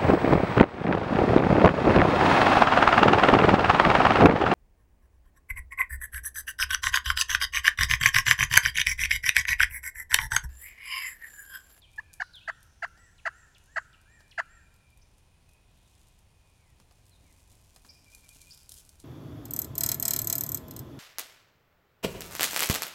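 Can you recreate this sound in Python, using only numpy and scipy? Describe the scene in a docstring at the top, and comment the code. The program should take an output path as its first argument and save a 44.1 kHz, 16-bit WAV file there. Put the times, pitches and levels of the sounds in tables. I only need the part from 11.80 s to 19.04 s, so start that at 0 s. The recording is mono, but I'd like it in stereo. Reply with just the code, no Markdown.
"""A wild turkey close by in spring woods opens with a slowing run of seven sharp clucks, each a quick
dip in syrinx pitch shaped by throat and beak. Behind it a bird whines thinly and songbirds slur, chip
and whistle; the trunks scatter the calls. Later dry leaves rustle and crackle more and more as something
walks through them, and a far bird repeats two notes. Distant air rumbles low throughout."""
import sys
import numpy as np
from scipy import signal
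from scipy.fft import rfft, irfft
from scipy.io import wavfile
from scipy.ndimage import uniform_filter1d

SR = 44100
rng = np.random.default_rng(int(sys.argv[2]) if len(sys.argv) > 2 else 0)


def to_wav(sig):
    """Store sig (one row per channel, or 1-D mono) as 16-bit WAV at the path in sys.argv[1].

    Samples outside -1..1 are clipped; the rate is SR.
    """
    pcm = np.clip(np.atleast_2d(sig), -1, 1) * 32767
    pcm = np.round(pcm).astype(np.int16)
    wavfile.write(sys.argv[1], SR, pcm.T)  # frames by channels


N = 319284
TIME_S = np.arange(N) / SR
TOP_HZ = 16100

# (time [s], length [s], lowest pitch [Hz], level [dB], gain of all harmonics but the 2nd [dB], rasp [0-1])
TURKEY_CLUCKS = [(0.175, 0.036, 857, -35, -0.5, 0.13), (0.3967, 0.04, 721.4, -26, 3, 0.33),
                 (0.6739, 0.04, 644.4, -26.5, 2, 0.55), (1.02, .0436, 671, -26, 3, 0.4),
                 (1.451, .0417, 643.4, -23.5, 3, 0.46), (1.9577, 0.041, 643, -23, 2, 0.38),
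                 (2.5753, 0.042, 670, -24, 3.5, 0.9)]
# throat and beak response: (frequency [Hz], gain [dB])
THROAT_EQ = [(300, -53), (520, -25), (680, -12.5), (860, -16.5), (1060, -4), (1350, -6), (1520, -1.5),
             (1700, 7), (1950, -7), (2150, -15), (2500, -38), (2760, -18), (3300, -38.5), (3850, -37.5),
             (4550, -28), (5500, -41), (6800, -35), (8800, -53), (10500, -48), (14000, -90)]


def turkey(closing_hz=1792, jitter=0.022, shimmer=0.15, edge_hz=3400, rasp_db=-21, low_cut_hz=490):
    """The syrinx pitch dips and snaps upward, sweeping its harmonics through the throat resonances."""
    out = np.zeros(N)
    k = np.arange(1, 18)[:, None]
    for start_s, length_s, low_hz, db, harmonic_db, rasp in TURKEY_CLUCKS:
        u = np.linspace(0, 1, int(length_s * SR))
        reach = min(0.395 + 2 * max(rasp - 0.1, 0), 1)  # a clean cluck bends less
        hz = low_hz + reach * (closing_hz - low_hz) * cluck_bend(u)
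        hz *= 1 + jitter * rasp * walk(900, len(u))
        phase = 2 * np.pi * np.cumsum(hz) / SR
        partials = gain_at(k * hz, THROAT_EQ) * undb(harmonic_db * (k != 2)) * (k * hz < TOP_HZ)
        flutter_depth = shimmer * rasp * (1 + (k * hz / edge_hz) ** 2).clip(0, 7)
        flutter = flutter_depth * np.array([walk(617, len(u)) for _ in k])
        voice = np.sum(partials * (1 + flutter) * np.sin(k * phase), axis=0)
        hiss = unit(colour(rng.standard_normal(len(u)), THROAT_EQ)) * (1 + np.cos(phase))
        envelope = undb(db) * cluck_envelope(u, length_s)
        add(out, start_s, (voice + rasp * undb(rasp_db) * hiss) * envelope)
    # the clucks carry almost nothing below their fundamental
    return signal.sosfilt(signal.butter(5, low_cut_hz, "highpass", fs=SR, output="sos"), out)


def cluck_bend(u):
    """Pitch rise over cluck progress u (0-1): sink, rest, snap upward."""
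    sink = np.cos(np.pi / 2 * np.clip(u / 0.35, 0, 1)) ** 2
    snap = np.sin(np.pi / 2 * np.clip((u - 0.45) / 0.65, 0, 1)) ** 2
    return 0.26 * sink + snap


def cluck_envelope(u, length_s, attack_s=0.014, hold_share=0.61, hold_db=0.5, fade_db_per_s=1378):
    """Quick attack, hold, then a steady fade as the pitch snaps up."""
    attack = np.sin(np.pi / 2 * np.clip(u * length_s / attack_s, 0, 1)) ** 1.42
    fading_s = length_s * np.maximum(u - hold_share, 0)
    return attack * undb(hold_db - fade_db_per_s * fading_s) * signal.windows.tukey(len(u), 0.08)


# (time [s], level [dB])
RUSTLE_LEVELS = [(0, -78.5), (3.8, -80.5), (4.15, -70.5), (4.5, -80), (5.2, -72.5), (5.55, -70), (5.9, -69),
                 (6.2, -65), (6.45, -64.5), (6.75, -59.5), (6.87, -64.5), (6.97, -58.5), (7.06, -65),
                 (7.24, -68)]
# (frequency [Hz], gain [dB])
RUSTLE_EQ = [(1500, -27), (3000, -3.5), (4500, -3), (7000, 1.5), (10000, -1), (12500, -2.5), (16000, -9.5)]


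def leaves(snaps_per_s=900, spread_db=1.5, hiss_db=-11, flicker_db=1.85):
    """Dry leaves give way in dense tiny snaps, a sliding hiss and occasional cracks."""
    snaps = (rng.random(N) < snaps_per_s / SR) * rng.standard_normal(N)
    snaps *= undb(spread_db * rng.exponential(size=N).clip(0, 4))
    litter = colour(unit(snaps) + undb(hiss_db) * rng.standard_normal(N), RUSTLE_EQ)
    rustle_db = np.interp(TIME_S, *np.transpose(RUSTLE_LEVELS))
    rustle = unit(litter) * undb(rustle_db + flicker_db * walk(35, N))
    return rustle + cracks(rustle_db)


# (time [s], relative level [dB])
LOUD_CRACKS = [(0.3316, -36), (0.3377, -32.5), (0.555, -42.5), (.829, -38.5), (1.782, -44), (2.2144, -47.5),
               (3.174, -45), (5, -47), (5.961, -37), (6.3482, -34), (6.4899, -31.5), (6.616, -33),
               (6.775, -36.5), (6.8926, -28), (6.9192, -26), (6.9405, -32), (6.984, -34.5), (7.0499, -42),
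               (7.0916, -34.5), (7.2, -37)]
# (frequency [Hz], gain [dB])
CRACK_EQ = [(600, -20), (2200, -24), (3900, -5.5), (5500, -6), (9000, -1), (12000, -2), (16000, -14)]


def cracks(rustle_db, rise_s=0.00025, fade_s=0.002, crumble_s=0.0088, crumble_db=-19, gain_db=-2.5):
    """Leaves and twigs crack in a noise burst, then crumble in a weaker tail."""
    bursts, t = np.zeros(N), TIME_S[:2048]
    attack = 1 - np.exp(-t / rise_s)
    decay = np.exp(-t / fade_s) + undb(crumble_db) * np.exp(-t / crumble_s)
    for start_s, db in LOUD_CRACKS + small_cracks(rustle_db):
        add(bursts, start_s, undb(db + gain_db) * attack * decay)
    return colour(bursts * rng.standard_normal(N), CRACK_EQ)


def small_cracks(rustle_db, busy_db=-69, busy_rate_per_s=17, base_db=-46.5, spread_db=2, tries=300):
    """Chance cracks, denser and louder as the rustle grows: (time [s], relative level [dB])."""
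    when, luck = rng.random((tries, 2)).T
    effort_db = rustle_db[(when * N).astype(int)] - busy_db
    rate_per_s = busy_rate_per_s * undb(0.93 * effort_db)
    happens = luck < rate_per_s * N / SR / tries
    db = base_db + 0.25 * effort_db + spread_db * rng.standard_normal(tries)
    return list(zip(when[happens] * N / SR, db[happens]))


# (time [s], level [dB])
FOOTFALLS = [(1.175, -57), (2.405, -54), (5.0, -55.5), (5.11, -56), (5.185, -65), (5.962, -52.5),
             (6.048, -50.5), (6.44, -58), (6.56, -57)]
# (frequency [Hz], gain [dB])
FOOTFALL_EQ = [(80, -21), (230, 4.5), (400, -8), (700, 1), (1200, -6.5), (1900, -10), (5000, -9),
               (9000, -18.5)]
# (frequency [Hz], gain [dB])
SHUFFLE_EQ = [(90, -6), (240, 2), (400, -8.5), (600, -5), (1000, -17), (1600, -19), (3000, -21)]


def treads(fade_s=0.0072, shuffle_db=-75, uneven_db=3, shuffle_from_s=4.9):
    """Dull crunches of litter pressed into the soil, over an uneven shuffle."""
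    shuffle = unit(colour(rng.standard_normal(N), SHUFFLE_EQ))
    shuffle *= undb(shuffle_db + uneven_db * walk(22, N))
    out = shuffle * np.clip((TIME_S - shuffle_from_s) / 0.11, 0, 1)
    t = TIME_S[:4096]
    for start_s, db in FOOTFALLS:
        crunch = unit(colour(rng.standard_normal(len(t)), FOOTFALL_EQ))
        add(out, start_s, undb(db) * crunch * np.exp(-t / fade_s))
    return out


# (time [s], length [s], knee [Hz], final pitch [Hz], level [dB], pitch waver [ratio])
FALLING_SLURS = [(0.016, 0.045, 3600, 2930, -57, .02), (0.533, .062, 3970, 2810, -49.5, 0.016),
                 (1.379, 0.025, 3220, 2460, -58.5, 0.097), (1.746, 0.029, 3180, 2490, -57.5, 0.09),
                 (2.128, 0.0248, 3120, 2480, -57.5, 0.062), (2.51, 0.026, 3220, 2440, -56, 0.096)]
# (time [s], target pitch [Hz], level [dB])
RISING_BUZZES = [(0.407, 5290, -51), (3.213, 5650, -63.5), (6.087, 5230, -49.5), (6.704, 5130, -50)]
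# (time [s], first note level [dB])
TWO_NOTE_CALLS = [(6.079, -68.5), (6.256, -61.5), (6.427, -63.5), (6.601, -63)]
# (time [s], length [s], first pitch [Hz], target pitch [Hz], level [dB])
FAR_WHISTLES = [(0.602, 0.054, 2360, 2970, -59), (3.657, 0.156, 2575, 2450, -72),
                (4.58, .24, 2500, 2400, -78), (4.76, 0.21, 2570, 1544, -77), (5.305, 0.07, 4540, 3180, -67),
                (5.439, 0.096, 2500, 1807, -71.5)]


def songbirds(slur_top_hz=6540, slur_fade_db=4, note_step_s=0.0622, stress_db=2.5):
    """Gliding tones: slurs and chips that plunge then sag, buzzes, two-note calls, faint whistles."""
    out = np.zeros(N)
    for start_s, length_s, knee_hz, last_hz, db, waver in FALLING_SLURS:
        u = np.linspace(0, 1, int(length_s * SR))
        hz = glide(length_s, slur_top_hz, knee_hz, glide_s=0.0028) + (last_hz - knee_hz) * u
        add(out, start_s, whistle(hz, db + slur_fade_db * (0.5 - u), waver, taper=0.25))
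    for start_s, target_hz, db in RISING_BUZZES:
        hz = glide(length_s=0.025, first_hz=4385, target_hz=target_hz, glide_s=0.0079)
        add(out, start_s, whistle(hz, db, waver=0.094))
    for start_s, db in TWO_NOTE_CALLS:
        low_hz = glide(length_s=0.044, first_hz=2453, target_hz=2260, glide_s=0.0304)
        high_hz = glide(length_s=0.044, first_hz=2453, target_hz=2417, glide_s=0.0304)
        add(out, start_s, whistle(low_hz, db, waver=0.0088))
        add(out, start_s + note_step_s, whistle(high_hz, db + stress_db, waver=0.0074))
    for start_s, length_s, first_hz, target_hz, db in FAR_WHISTLES:
        hz = glide(length_s, first_hz, target_hz, glide_s=0.72 * length_s)
        add(out, start_s, whistle(hz, db, waver=0.018))
    return out


def glide(length_s, first_hz, target_hz, glide_s):
    """Pitch that moves quickly at first, then settles."""
    return target_hz + (first_hz - target_hz) * np.exp(-TIME_S[:int(length_s * SR)] / glide_s)


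def whistle(hz, db, waver, taper=0.47, flicker_db=2):
    """One songbird note: a sine trembling in pitch and level."""
    size = len(hz)
    phase = 2 * np.pi * np.cumsum(hz * (1 + waver * walk(900, size))) / SR
    envelope = undb(db + flicker_db * walk(250, size)) * signal.windows.tukey(size, taper)
    return envelope * np.sin(phase)


# (crest time [s], crest pitch [Hz], level [dB], relative 4th harmonic [dB])
WHINE_NOTES = [(0.261, 1760, -68.5, -23), (.735, 1874, -65.5, -11), (1.224, 1975, -64, -2),
               (1.591, 1905, -63.5, -2), (1.961, 1910, -63, -1), (2.34, 1887, -62.5, -6.5),
               (2.736, 1887, -63.5, -3)]


def whining_bird(half_length_s=0.1, droop=0.27, bright_s=0.049, third_re_fourth_db=-17):
    """Arched nasal notes whose upper harmonics open only around the crest."""
    out = np.zeros(N)
    t = np.arange(-half_length_s, half_length_s, 1 / SR)
    arch = 1 - droop * np.abs(t / half_length_s) ** 1.8
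    for crest_s, crest_hz, db, fourth_db in WHINE_NOTES:
        hz = crest_hz * (arch + 0.0035 * walk(250, len(t)))
        phase = 2 * np.pi * np.cumsum(hz) / SR
        upper = undb(fourth_db) * (np.sin(4 * phase) + undb(third_re_fourth_db) * np.sin(3 * phase))
        note = np.sin(phase) + upper * np.exp(-(t / bright_s) ** 2)
        envelope = undb(db + 2 * walk(68, len(t))) * signal.windows.tukey(len(t), 0.35)
        add(out, crest_s - half_length_s, note * envelope)
    return out


# (start [s], end [s], centre [Hz], width [Hz], level [dB])
CHORUS_BANDS = [(0, 0.45, 2430, 190, -70), (2.1, 3.3, 2386, 86, -74.5), (2, 7.24, 2490, 89, -84),
                (.7, 1.37, 5850, 1100, -75.5), (1.3, 2.11, 6500, 1900, -75.5),
                (3.85, 4.45, 3430, 1200, -78.5), (6.25, 7.24, 1470, 260, -81),
                (-0.5, 5.6, 9420, 1000, -82.5)]


def chorus(waver_db=1.5, fade_s=0.07):
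    """Far birds and insects, blurred by the woods into wavering noise bands."""
    out = np.zeros(N)
    for start_s, end_s, centre_hz, width_hz, db in CHORUS_BANDS:
        size = int((end_s - start_s) * SR)
        band = np.exp(-2 * ((np.fft.rfftfreq(size, 1 / SR) - centre_hz) / width_hz) ** 2)
        blur = unit(irfft(rfft(rng.standard_normal(size)) * band, size))
        fade = signal.windows.tukey(size, min(2 * fade_s / (end_s - start_s), 1))
        add(out, start_s, blur * undb(db + waver_db * walk(20, size)) * fade)
    return out


# trunk reflection: (frequency [Hz], gain [dB])
TRUNK_EQ = [(500, -2), (1000, -37.5), (1400, 7.5), (1800, -18.5), (2500, 2), (5000, -6), (12000, 11)]


def trunk_echo(x):
    """The trunks send back a long, coloured tail."""
    return scatter(colour(x, TRUNK_EQ), db=-20.5, t60_s=1.0, onset_s=0.0081, width=0.13)


def scatter(x, db, t60_s, onset_s, width):
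    """Countless weak echoes from trunks and ground, in stereo."""
    t = TIME_S[:SR * 2]
    envelope = undb(-60 * t / t60_s) * (1 - np.exp(-(t / onset_s) ** 4))
    mid, side = rng.standard_normal((2, len(t))) * envelope
    echoes = (mid + width * side * np.array([[1], [-1]])) / np.sqrt(np.sum(mid ** 2))
    return undb(db) * signal.fftconvolve(x[None], echoes, axes=1)[:, :N]


# (frequency [Hz], gain [dB])
AIR_EQ = [(12, -24), (20, 0.5), (77, 0.5), (172, -11), (234, -18), (347, -20), (485, -22), (1030, -21.5),
          (1190, -28), (1910, -28.5), (2530, -26), (3740, -29.5), (6910, -34), (9670, -38), (16000, -45)]
# (frequency [Hz], side minus mid [dB])
AIR_SIDE_EQ = [(40, -36), (110, -29), (200, -8.5), (380, -2), (1200, 0.5), (2400, -1.5), (8000, -3),
               (14000, 3.5)]


def air(mid_db=-60.96):
    """Steady distant rumble, alike in both channels, with a faint wide hiss."""
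    mid, side = colour(rng.standard_normal((2, N)), AIR_EQ)
    stereo = mid + colour(side, AIR_SIDE_EQ) * np.array([[1], [-1]])
    return stereo / np.std(mid) * undb(mid_db)


def place(x, pan_db, lead_us, shadow_hz=1150):
    """Two close microphone ports: the left leads and, above the bass, is louder by pan_db."""
    hz = np.fft.rfftfreq(N, 1 / SR)
    shade = undb(pan_db / 2 * (1 - np.exp(-(hz / shadow_hz) ** 2)))
    lag = np.exp(-2j * np.pi * hz * lead_us / 1e6)
    return irfft(rfft(x) * np.array([shade, lag / shade]), N)


def port_cavity(stereo, centre_hz=1461, width_hz=48.5):
    """The right port's cavity delays that channel around its resonance, at unchanged level."""
    left, right = stereo
    s = 1j * np.fft.rfftfreq(N, 1 / SR) / centre_hz
    damping = width_hz / centre_hz
    allpass = (s * s - damping * s + 1) / (s * s + damping * s + 1)
    return np.array([left, irfft(rfft(right) * allpass, N)])


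def undb(db):
    """Decibels to gain."""
    return 10 ** (np.asarray(db) / 20)


def unit(x):
    """Scale to rms 1."""
    return x / np.sqrt(np.mean(x ** 2))


def gain_at(hz, eq):
    """Gain of an EQ table, interpolated in log frequency."""
    knots_hz, db = np.transpose(eq)
    return undb(np.interp(np.log(np.maximum(hz, 1)), np.log(knots_hz), db))


def colour(x, eq):
    """Filter by an EQ table."""
    size = x.shape[-1]
    return irfft(rfft(x) * gain_at(np.fft.rfftfreq(size, 1 / SR), eq), size)


def walk(rate_hz, size):
    """Smooth random wander with a spread near 1."""
    hold = max(int(SR / rate_hz), 1)
    steps = np.repeat(rng.standard_normal(size // hold + 1), hold)
    return 1.3 * uniform_filter1d(uniform_filter1d(steps, hold), hold)[:size]


def add(track, start_s, x):
    """Mix x into track; a negative start moves to 0."""
    i = max(int(start_s * SR), 0)
    track[i:i + len(x)] += x[:max(N - i, 0)]


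def scene(bounce_s=0.0039, bounce_db=-21.5):
    """The near turkey is almost dry; the farther birds carry more of the woods."""
    clucks, whines, song = turkey(), whining_bird(), songbirds()
    bounce = -undb(bounce_db) * np.interp(TIME_S - bounce_s, TIME_S, clucks)  # soft ground inverts it
    near = place(clucks + bounce, pan_db=2.5, lead_us=9.9)
    near += scatter(clucks, db=-21.5, t60_s=0.084, onset_s=0.001, width=0.8)
    woods = trunk_echo(clucks)
    birds = place(whines + song + chorus(), pan_db=0.5, lead_us=0)
    birds += scatter(song, db=-4, t60_s=0.74, onset_s=0.0022, width=0.12)
    birds += scatter(whines, db=-2.5, t60_s=0.73, onset_s=0.0076, width=0.26)
    litter = leaves() + treads()
    ground = place(litter, pan_db=0, lead_us=22.4)
    ground += scatter(litter, db=-10, t60_s=0.22, onset_s=0.0024, width=0.55)
    return port_cavity(near + woods + birds + ground) + air()


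def record(dry):
    """Steep low-pass at TOP_HZ."""
    return signal.sosfilt(signal.ellip(10, 0.2, 70, TOP_HZ, fs=SR, output="sos"), dry)


dry = scene()
out = record(dry)
to_wav(out)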